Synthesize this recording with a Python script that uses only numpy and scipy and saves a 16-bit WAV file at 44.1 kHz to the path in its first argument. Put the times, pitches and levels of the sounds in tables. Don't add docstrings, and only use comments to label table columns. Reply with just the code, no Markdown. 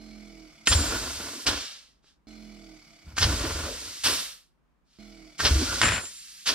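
import sys
import numpy as np
from scipy import signal
from scipy.fft import rfft, irfft
from scipy.io import wavfile
from scipy.ndimage import uniform_filter1d

SR = 44100
rng = np.random.default_rng(int(sys.argv[2]) if len(sys.argv) > 2 else 0)


def pcm_store(signal):
    levels = np.round(np.clip(np.atleast_2d(signal), -1, 1) * 32767)
    wavfile.write(sys.argv[1], SR, levels.astype(np.int16).T)


N = 288414
TIME = np.arange(N) / SR
FREQ = np.maximum(np.fft.rfftfreq(N, 1 / SR), 1)


def amp(db):
    return 10 ** (np.asarray(db) / 20)


def unit(x):
    return x / np.sqrt(np.mean(x ** 2))


def since(s):
    return np.maximum(TIME - s, 0)


def ramp(s, length):
    return np.minimum(since(s) / length, 1)


def coast(s, length, attack, power):
    return ramp(s, attack) * (1 - ramp(s, length)) ** power


def add(track, s, sound):
    i = int(s * SR)
    track[i:i + len(sound)] += sound[:N - i]


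def colour(x, points, tilt_db=0):
    hz, db = np.transpose(points)
    octaves = np.log2(np.clip(FREQ, 400, 12000) / 2000)
    gain_db = np.interp(np.log(FREQ), np.log(hz), db) + tilt_db * octaves
    cepstrum = irfft(np.log(amp(gain_db)), N)[:2048]
    cepstrum[1:] *= 2
    impulse = irfft(np.exp(rfft(cepstrum, 8192)))[:4096]
    return signal.oaconvolve(x, impulse)[:len(x)]


def noise(spectrum):
    return unit(colour(rng.standard_normal(N), spectrum))


def flutter(rate):
    k = int(SR / rate)
    steps = np.repeat(rng.standard_normal(N // k + 1), k)
    return unit(uniform_filter1d(steps, k)[:N])


def contacts(spectrum, per_s, scatter_db):
    clicks = (rng.random(N) < per_s / SR) * rng.choice([-1, 1], N)
    sizes = amp(scatter_db * np.clip(rng.standard_normal(N), -2, 2))
    return unit(colour(clicks * sizes, spectrum))


def place(x, left_db, wet_db, lag_samples=2.17):
    t, t60 = TIME[:SR // 2], 0.2
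    early_boost = 1 + 2 * np.exp(-t / 0.013)
    mid, side = rng.standard_normal((2, len(t))) * amp(-60 * t / t60) * (t > .002) * early_boost
    side = 0.12 * side + signal.sosfilt(signal.butter(1, 800, "high", fs=SR, output="sos"), side)
    room = [signal.oaconvolve(x, h / np.linalg.norm(h))[:N] for h in (mid + side, mid - side)]
    taps = np.arange(-16, 17)
    left = np.convolve(x, np.sinc(taps - lag_samples) * np.hanning(len(taps)), "same")
    balance = amp([[left_db / 2], [-left_db / 2]])
    return (np.array([left, x]) + amp(wet_db) * np.array(room)) * balance


def room_air(level_db, side_db, swell_db):
    # frequency in Hz, level in dB.
    spectrum = [(12, -41.5), (20, -16.5), (38, -2), (59, -2), (108, -32.5), (139, -12.5), (256, -15),
                (445, -25), (1110, -25), (4080, -42), (15000, -53)]
    mid, side = noise(spectrum), noise(spectrum)
    return (mid + amp(side_db) * side * np.array([[1], [-1]])) * amp(level_db + swell_db * flutter(8.2))


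def compressor():
    # start, stall and end in seconds, level of the tone in dB.
    runs = [(0, 0.499, .66, -45.5), (2.27, 2.791, 3.16, -46), (4.987, 5.314, 5.39, -47)]
    # centre in Hz, width in Hz, gain in dB.
    body_modes = [(43.1, 20, -5.5), (86, 9.5, -18.5), (211.2, 12, 0), (312, 26, -2.5), (444, 33, -17),
                  (654, 40, -14.5), (718, 62, -26.5)]
    valve_modes = [(167, 60, 3), (700, 100, 0.5), (1325, 480, -6.5), (2220, 210, 2.5), (2935, 130, -8),
                   (3418, 610, -9.5), (4510, 740, -4), (5140, 46, -6), (5700, 30, -9), (7300, 1500, -26.5)]
    free_hz, sag_hz, sag_s = 44.91, 6.8, .36
    whistle_hz, puff_depth = 4150, 0.47
    hum, overtones, valve = np.zeros((3, N))
    flow = colour(rng.standard_normal(N), [(6000, -4.0), (15000, -7.5)])
    hiss = unit(sum(amp(db) * signal.lfilter(*signal.iirpeak(hz, hz / width, fs=SR), flow)
                    for hz, width, db in valve_modes))
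    whistle = np.sin(2 * np.pi * np.cumsum(whistle_hz + 9 * flutter(60)) / SR)
    for start, stall, end, run_db in runs:
        on = (TIME >= start) & (TIME < end)
        past_stall = TIME[on] - stall
        shaft_hz = np.maximum(free_hz - sag_hz * np.exp(past_stall / sag_s), 10)
        tone_db = run_db - 15 * (1 + np.tanh(past_stall / 0.046)) / 2
        turn = 2 * np.pi * np.cumsum(shaft_hz) / SR
        for k in range(1, 20):
            body = sum(amp(db) / (1 + 2j * (k * shaft_hz - hz) / width) ** 1.58
                       for hz, width, db in body_modes)
            phase = k * turn + rng.uniform(0, 2 * np.pi)
            track = hum if 3 < k < 12 else overtones
            track[on] += amp(tone_db) * np.imag(body * np.exp(1j * phase))
        puffs = 1 - puff_depth * np.sin(turn)
        valve[on] = hiss[on] * amp(-57) * (shaft_hz / free_hz) ** 0.96 * puffs
        overtones[on] += whistle[on] * amp(tone_db - 12.5) * (shaft_hz / shaft_hz[0]) ** 26
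    return hum * amp([[-5], [4.5]]) + overtones * amp([[-1], [1]]) + place(valve, left_db=-1, wet_db=-1.3)


def jet(flows, spectrum, flutter_db):
    hiss = noise(spectrum)
    top = irfft(rfft(hiss) / (1 + (8000 / FREQ) ** 8), N)
    air = sum(gain * (hiss - top + amp(treble_db) * top) for gain, treble_db in flows)
    return air * amp(flutter_db * flutter(70))


def wide_hiss(air):
    top = irfft(rfft(air) / (1 + (10800 / FREQ) ** 16), N)
    return place(air - top, left_db=-0.74, wet_db=-4.5) + amp(-4) * place(top, left_db=-0.5, wet_db=5)


def piston_leak():
    # valve opening and closing in seconds, level in dB, fall in dB/s, treble in dB.
    shots = [(0.655, 1.443, -27, 16, -9), (3.16, 4.04, -29, 12.5, -10), (5.378, 6.47, -29.5, -1.5, -10.5)]
    # frequency in Hz, level in dB.
    spectrum = [(100, -15.5), (400, -23), (800, -28.5), (1400, -11), (2200, -6), (3200, -3.5), (4500, -0.5),
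                (5600, -1), (7000, -2), (9000, 1), (12000, -4.5), (15000, -19.5)]
    treble_hold = 0.33
    seal_db = 19.5 * (1 - np.exp(-since(5.8) / 0.18))
    flows = []
    for opens, closes, db, fall_db_per_s, treble_db in shots:
        age = since(opens)
        surge_db = 3.5 * np.exp(-age / 0.1)
        fall_db = fall_db_per_s * age + seal_db
        gate = ramp(opens, 0.029) * np.exp(-since(closes) / .02)
        flows.append((gate * amp(db + surge_db - fall_db), treble_db + treble_hold * fall_db))
    return jet(flows, spectrum, flutter_db=0.3)


def knocks(snap, t60):
    # start in seconds, level in dB, tilt in dB per octave, relative clack in dB.
    blows = [(0.6721, -2, 3, -17.5), (.676, -9, -5.5, -22), (1.481, -18.5, 11, -32.5),
             (2.043, -51.5, -13, -35), (3.103, -45, 6, -28), (3.169, -22, 1.5, -9.5), (3.18, -14.5, -4, -9),
             (3.184, -11, 6, -11), (3.228, -14, 4, -23), (3.437, -29, -6, -18), (3.451, -24, -12, -18),
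             (4.037, -19, 17, -23), (4.07, -12.5, 7.5, -15.5), (5.3932, -23, -4, -16), (5.3996, -25, -4, 2),
             (5.4041, -12.5, -1.5, -9), (5.467, -9, 3, -21), (5.8156, -1.5, -3.5, -48.5),
             (5.835, -5.5, -4, -24), (5.8561, -10.5, -2.5, -12), (5.888, -13, -2, -25),
             (5.9208, -13.5, -4.5, -22), (5.98, -21, -5, -21), (6.055, -24, 7, -22)]
    # frequency in Hz, level in dB.
    spectrum = [(100, -18.5), (300, -15.5), (700, -18), (1300, -1), (2000, -1.5), (3000, 1), (4200, -6.5),
                (5500, -2.5), (7500, -12), (11000, -24.5), (15000, -43)]
    # mode in Hz, level in dB, t60 in seconds.
    mount_modes = [(1260, -7, 0.04), (1397, 1, 0.09), (1600, 1, 0.065), (1846, -1, 0.14), (2098, -7, 0.05),
                   (3480, -10.5, 0.046), (5700, -13.5, .04)]
    out, t = np.zeros(N), TIME[:SR // 6]
    for s, db, tilt_db, clack_db in blows:
        force = rng.standard_normal(len(t)) * amp(-60 * t / t60)
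        force[0] += snap
        crack = colour(force, spectrum, tilt_db)
        clack = sum(amp(mode_db - 60 * t / ring_s) * np.sin(2 * np.pi * hz * rng.normal(1, 0.012) * t)
                    for hz, mode_db, ring_s in mount_modes)
        add(out, s, amp(db) * (crack / np.abs(crack).max() + amp(clack_db) * clack / 2))
    return out


def head_ring(slowing_s, left_lag_rad):
    # start in seconds, level in dB, spot (0 side, 1 corner), spin in Hz, beat depth.
    blows = [(0.6746, -3, 0.1, 22, 0.93), (5.8156, -2.5, 1, 14, 0.49)]
    # mode in Hz, dB struck on the side, dB struck on a corner, t60 in seconds.
    steel_modes = [(6900, -35, -51.5, .6), (7215, -18.5, -19, 0.81), (8784, -21, -29, .5),
                   (9522, -59, -27.5, 1.0), (12880, -44.5, -52, .25), (14770, -70.5, -56, .8)]
    out, t = np.zeros((2, N)), TIME[:SR]
    for s, db, corner, spin_hz, depth in blows:
        angle = 2 * np.pi * spin_hz * slowing_s * (1 - np.exp(-t / slowing_s))
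        for hz, side_db, corner_db, t60 in steel_modes:
            fade = amp(db + side_db + corner * (corner_db - side_db) - 60 * t / t60)
            for channel, phase in zip(out, (-left_lag_rad, 0)):
                lobes = 1 + depth * np.cos(angle + rng.uniform(0, 2 * np.pi))
                add(channel, s, fade * lobes * np.sin(2 * np.pi * hz * t + phase))
    return out


def sliding(attack_s, judder_db):
    # start and length in seconds, scrape and rumble in dB.
    slides = [(0.678, 0.8, -32, -30), (1.185, 0.5, -45.5, -62), (1.451, 0.22, -30, -31.5),
              (3.044, 0.4, -59.5, -41), (3.188, 0.89, -32, -28), (4.032, 0.27, -34, -40),
              (5.406, 0.79, -33, -30.5), (5.803, 0.29, -32, -28), (6.488, 0.29, -37, -47)]
    # frequency in Hz, level in dB.
    scrape_spectrum = [(90, -15), (170, -3.5), (230, -4.5), (305, 1), (400, -2), (500, -1), (750, -7.5),
                       (1100, -4.5), (1500, -2.5), (1950, -11.5), (3000, -13.5), (6000, -24)]
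    rumble_spectrum = [(20, -28), (45, -5), (80, -1), (120, -8), (180, -16), (400, -47.5)]
    scrape_gain = sum(amp(db) * coast(s, length, attack_s, power=1.595) for s, length, db, _ in slides)
    rumble_gain = sum(amp(db) * coast(s, length, attack_s, power=2.34) for s, length, _, db in slides)
    scrape = contacts(scrape_spectrum, per_s=2500, scatter_db=4.5) * amp(judder_db * flutter(60))
    return scrape * scrape_gain + noise(rumble_spectrum) * rumble_gain


def spring_rattle():
    # loudest moment in seconds, level in dB, spread in seconds.
    clashes = [(0.729, -18, 0.0085), (1.481, -19.5, 0.0064), (3.231, -18.5, 0.013), (4.068, -22, 0.014),
               (5.463, -17.5, 0.015), (6.496, -23, 0.013)]
    # frequency in Hz, level in dB.
    spectrum = [(150, -13.5), (400, -6.5), (800, -6), (1400, 0), (2100, -4.5), (3200, 3), (4200, 0.5),
                (5400, 5), (7000, -16), (9000, -11.5), (12000, -20.5), (15000, -30.5)]
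    swell = sum(amp(db) * np.exp(-np.minimum(((TIME - s) / spread) ** 2, 50) / 2)
                for s, db, spread in clashes)
    return swell * contacts(spectrum, per_s=4000, scatter_db=6.2)


def bench_thumps():
    # start in seconds, peak in dB, contact time in seconds.
    landings = [(0.751, -14, 0.0036), (0.761, -16.5, 0.0035), (.915, -35, 0.0055), (3.225, -28, 0.0058),
                (3.249, -17, 0.0024), (3.334, -23, 0.0048), (3.446, -39, 0.0012), (3.549, -26, 0.0026),
                (3.626, -29, 0.0047), (5.509, -12, 0.0053), (5.555, -13, 0.0023)]
    # mode in Hz, level in dB, t60 in seconds.
    bench_modes = [(73.2, 8, 0.23), (76.4, -0.5, 0.24), (112.5, -16, .14), (140, -12.5, 0.14),
                   (181.2, -19, .15), (289.4, -16.5, 0.1374), (322, -2.5, 0.61), (488, -17.5, .1),
                   (565, -11, .12)]
    out, t = np.zeros(N), TIME[:SR // 2]
    bench = sum(amp(db - 60 * t / t60) * np.sin(2 * np.pi * hz * t) for hz, db, t60 in bench_modes)
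    for s, db, contact in landings:
        push = -np.sin(np.pi * t[t < contact] / contact)
        boom = signal.fftconvolve(bench, push)
        add(out, s, amp(db) * boom / np.abs(boom).max())
    return out


def chatter(jitter, rough_db):
    # start and end in seconds, first and last pitch in Hz, level in dB.
    spells = [(0.765, 0.883, 322, 295, -36), (0.871, 1.016, 1453, 1520, -42.5),
              (1.287, 1.444, 308.4, 276, -49), (3.292, 3.37, 302, 290, -37),
              (3.435, 3.471, 313, 293, -29.5), (3.438, 3.528, 571.4, 528, -38.5),
              (3.631, 3.778, 563.6, 466, -40.5), (5.576, 5.66, 328.5, 285, -31.5),
              (5.63, 5.817, 1453, 1446, -37)]
    out, unsteady = np.zeros(N), flutter(500)
    for start, end, from_hz, to_hz, db in spells:
        on = (TIME >= start) & (TIME < end)
        progress = np.linspace(0, 1, on.sum())
        hz = from_hz + (to_hz - from_hz) * progress
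        phase = 2 * np.pi * np.cumsum(hz + jitter * np.sqrt(hz) * unsteady[on]) / SR
        out[on] += np.sqrt(2) * amp(db) * np.sin(np.pi * progress) * np.sin(phase)
    return out * unit(amp(rough_db * flutter(160)))


def valve_vent():
    # start and attack in seconds, level in dB, seconds to empty, pop and treble in dB.
    vents = [(1.461, 0.0091, -32, 0.58, 13.5, -7.5), (2.02, 0.055, -62.5, 0.15, 1.5, -9),
             (4.035, 0.0071, -26, 0.48, 2, 3.5), (4.84, 0.13, -64.5, 0.11, 1, -4.5),
             (6.454, 0.022, -29.5, 0.25, 7.5, -3.5)]
    # frequency in Hz, level in dB.
    spectrum = [(400, -17.5), (550, -7.5), (800, -15), (1400, -3), (2100, -4), (3000, 1), (4200, 2.5),
                (5400, 1.5), (7000, -3.5), (9000, -2), (12000, -11), (15000, -22)]
    flows = []
    for s, attack, db, empty_s, pop_db, treble_db in vents:
        age = since(s + attack)
        fall_db = 60 * np.minimum(age / empty_s, 2) ** 2.05
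        gain = ramp(s, attack) * amp(db + pop_db * np.exp(-age / 0.027) - fall_db)
        flows.append((gain, treble_db))
    return jet(flows, spectrum, flutter_db=0.58)


def tool_crash(start_s):
    # frequency in Hz, level in dB.
    spectrum = [(40, -19), (100, 3.5), (300, -4), (700, -5), (1300, 1.5), (1800, 5.5), (2500, 2.5),
                (4200, -5.5), (5500, -8), (11000, -25), (15000, -54)]
    swell = amp(-23.5) * coast(start_s, length=0.2, attack=0.0083, power=0.79)
    return swell * contacts(spectrum, per_s=1100, scatter_db=1.7)


def scene():
    air = piston_leak() + valve_vent()
    metal = knocks(snap=6.2, t60=.031) + spring_rattle()
    tools = tool_crash(start_s=5.82)
    slide = sliding(attack_s=.035, judder_db=2.5) + amp(-0.5) * chatter(jitter=2.65, rough_db=4.1)
    return (amp(-0.3) * wide_hiss(air)
            + place(metal, left_db=0, wet_db=-9.5)
            + place(tools, left_db=2.9, wet_db=-6.5, lag_samples=.3)
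            + place(slide, left_db=0, wet_db=-3.5, lag_samples=1.7)
            + place(bench_thumps(), left_db=0.497, wet_db=-29)
            + head_ring(slowing_s=0.46, left_lag_rad=1.73)
            + compressor()
            + room_air(level_db=-70, side_db=-1.8, swell_db=0.81))


def record(dry):
    low_hz, top_hz, ceiling = 36, 15650, .72
    left_gain = amp(-3.5 / (1 + (11000 / FREQ) ** 8))
    stereo = irfft(rfft(dry) * np.array([left_gain, np.ones_like(FREQ)]), N)
    stereo = signal.sosfilt(signal.butter(2, low_hz, "high", fs=SR, output="sos"), stereo)
    stereo = stereo / (1 + (stereo / ceiling) ** 4) ** .25
    return signal.sosfilt(signal.ellip(10, .2, 80, top_hz, fs=SR, output="sos"), stereo)


dry = scene()
out = record(dry)
pcm_store(out)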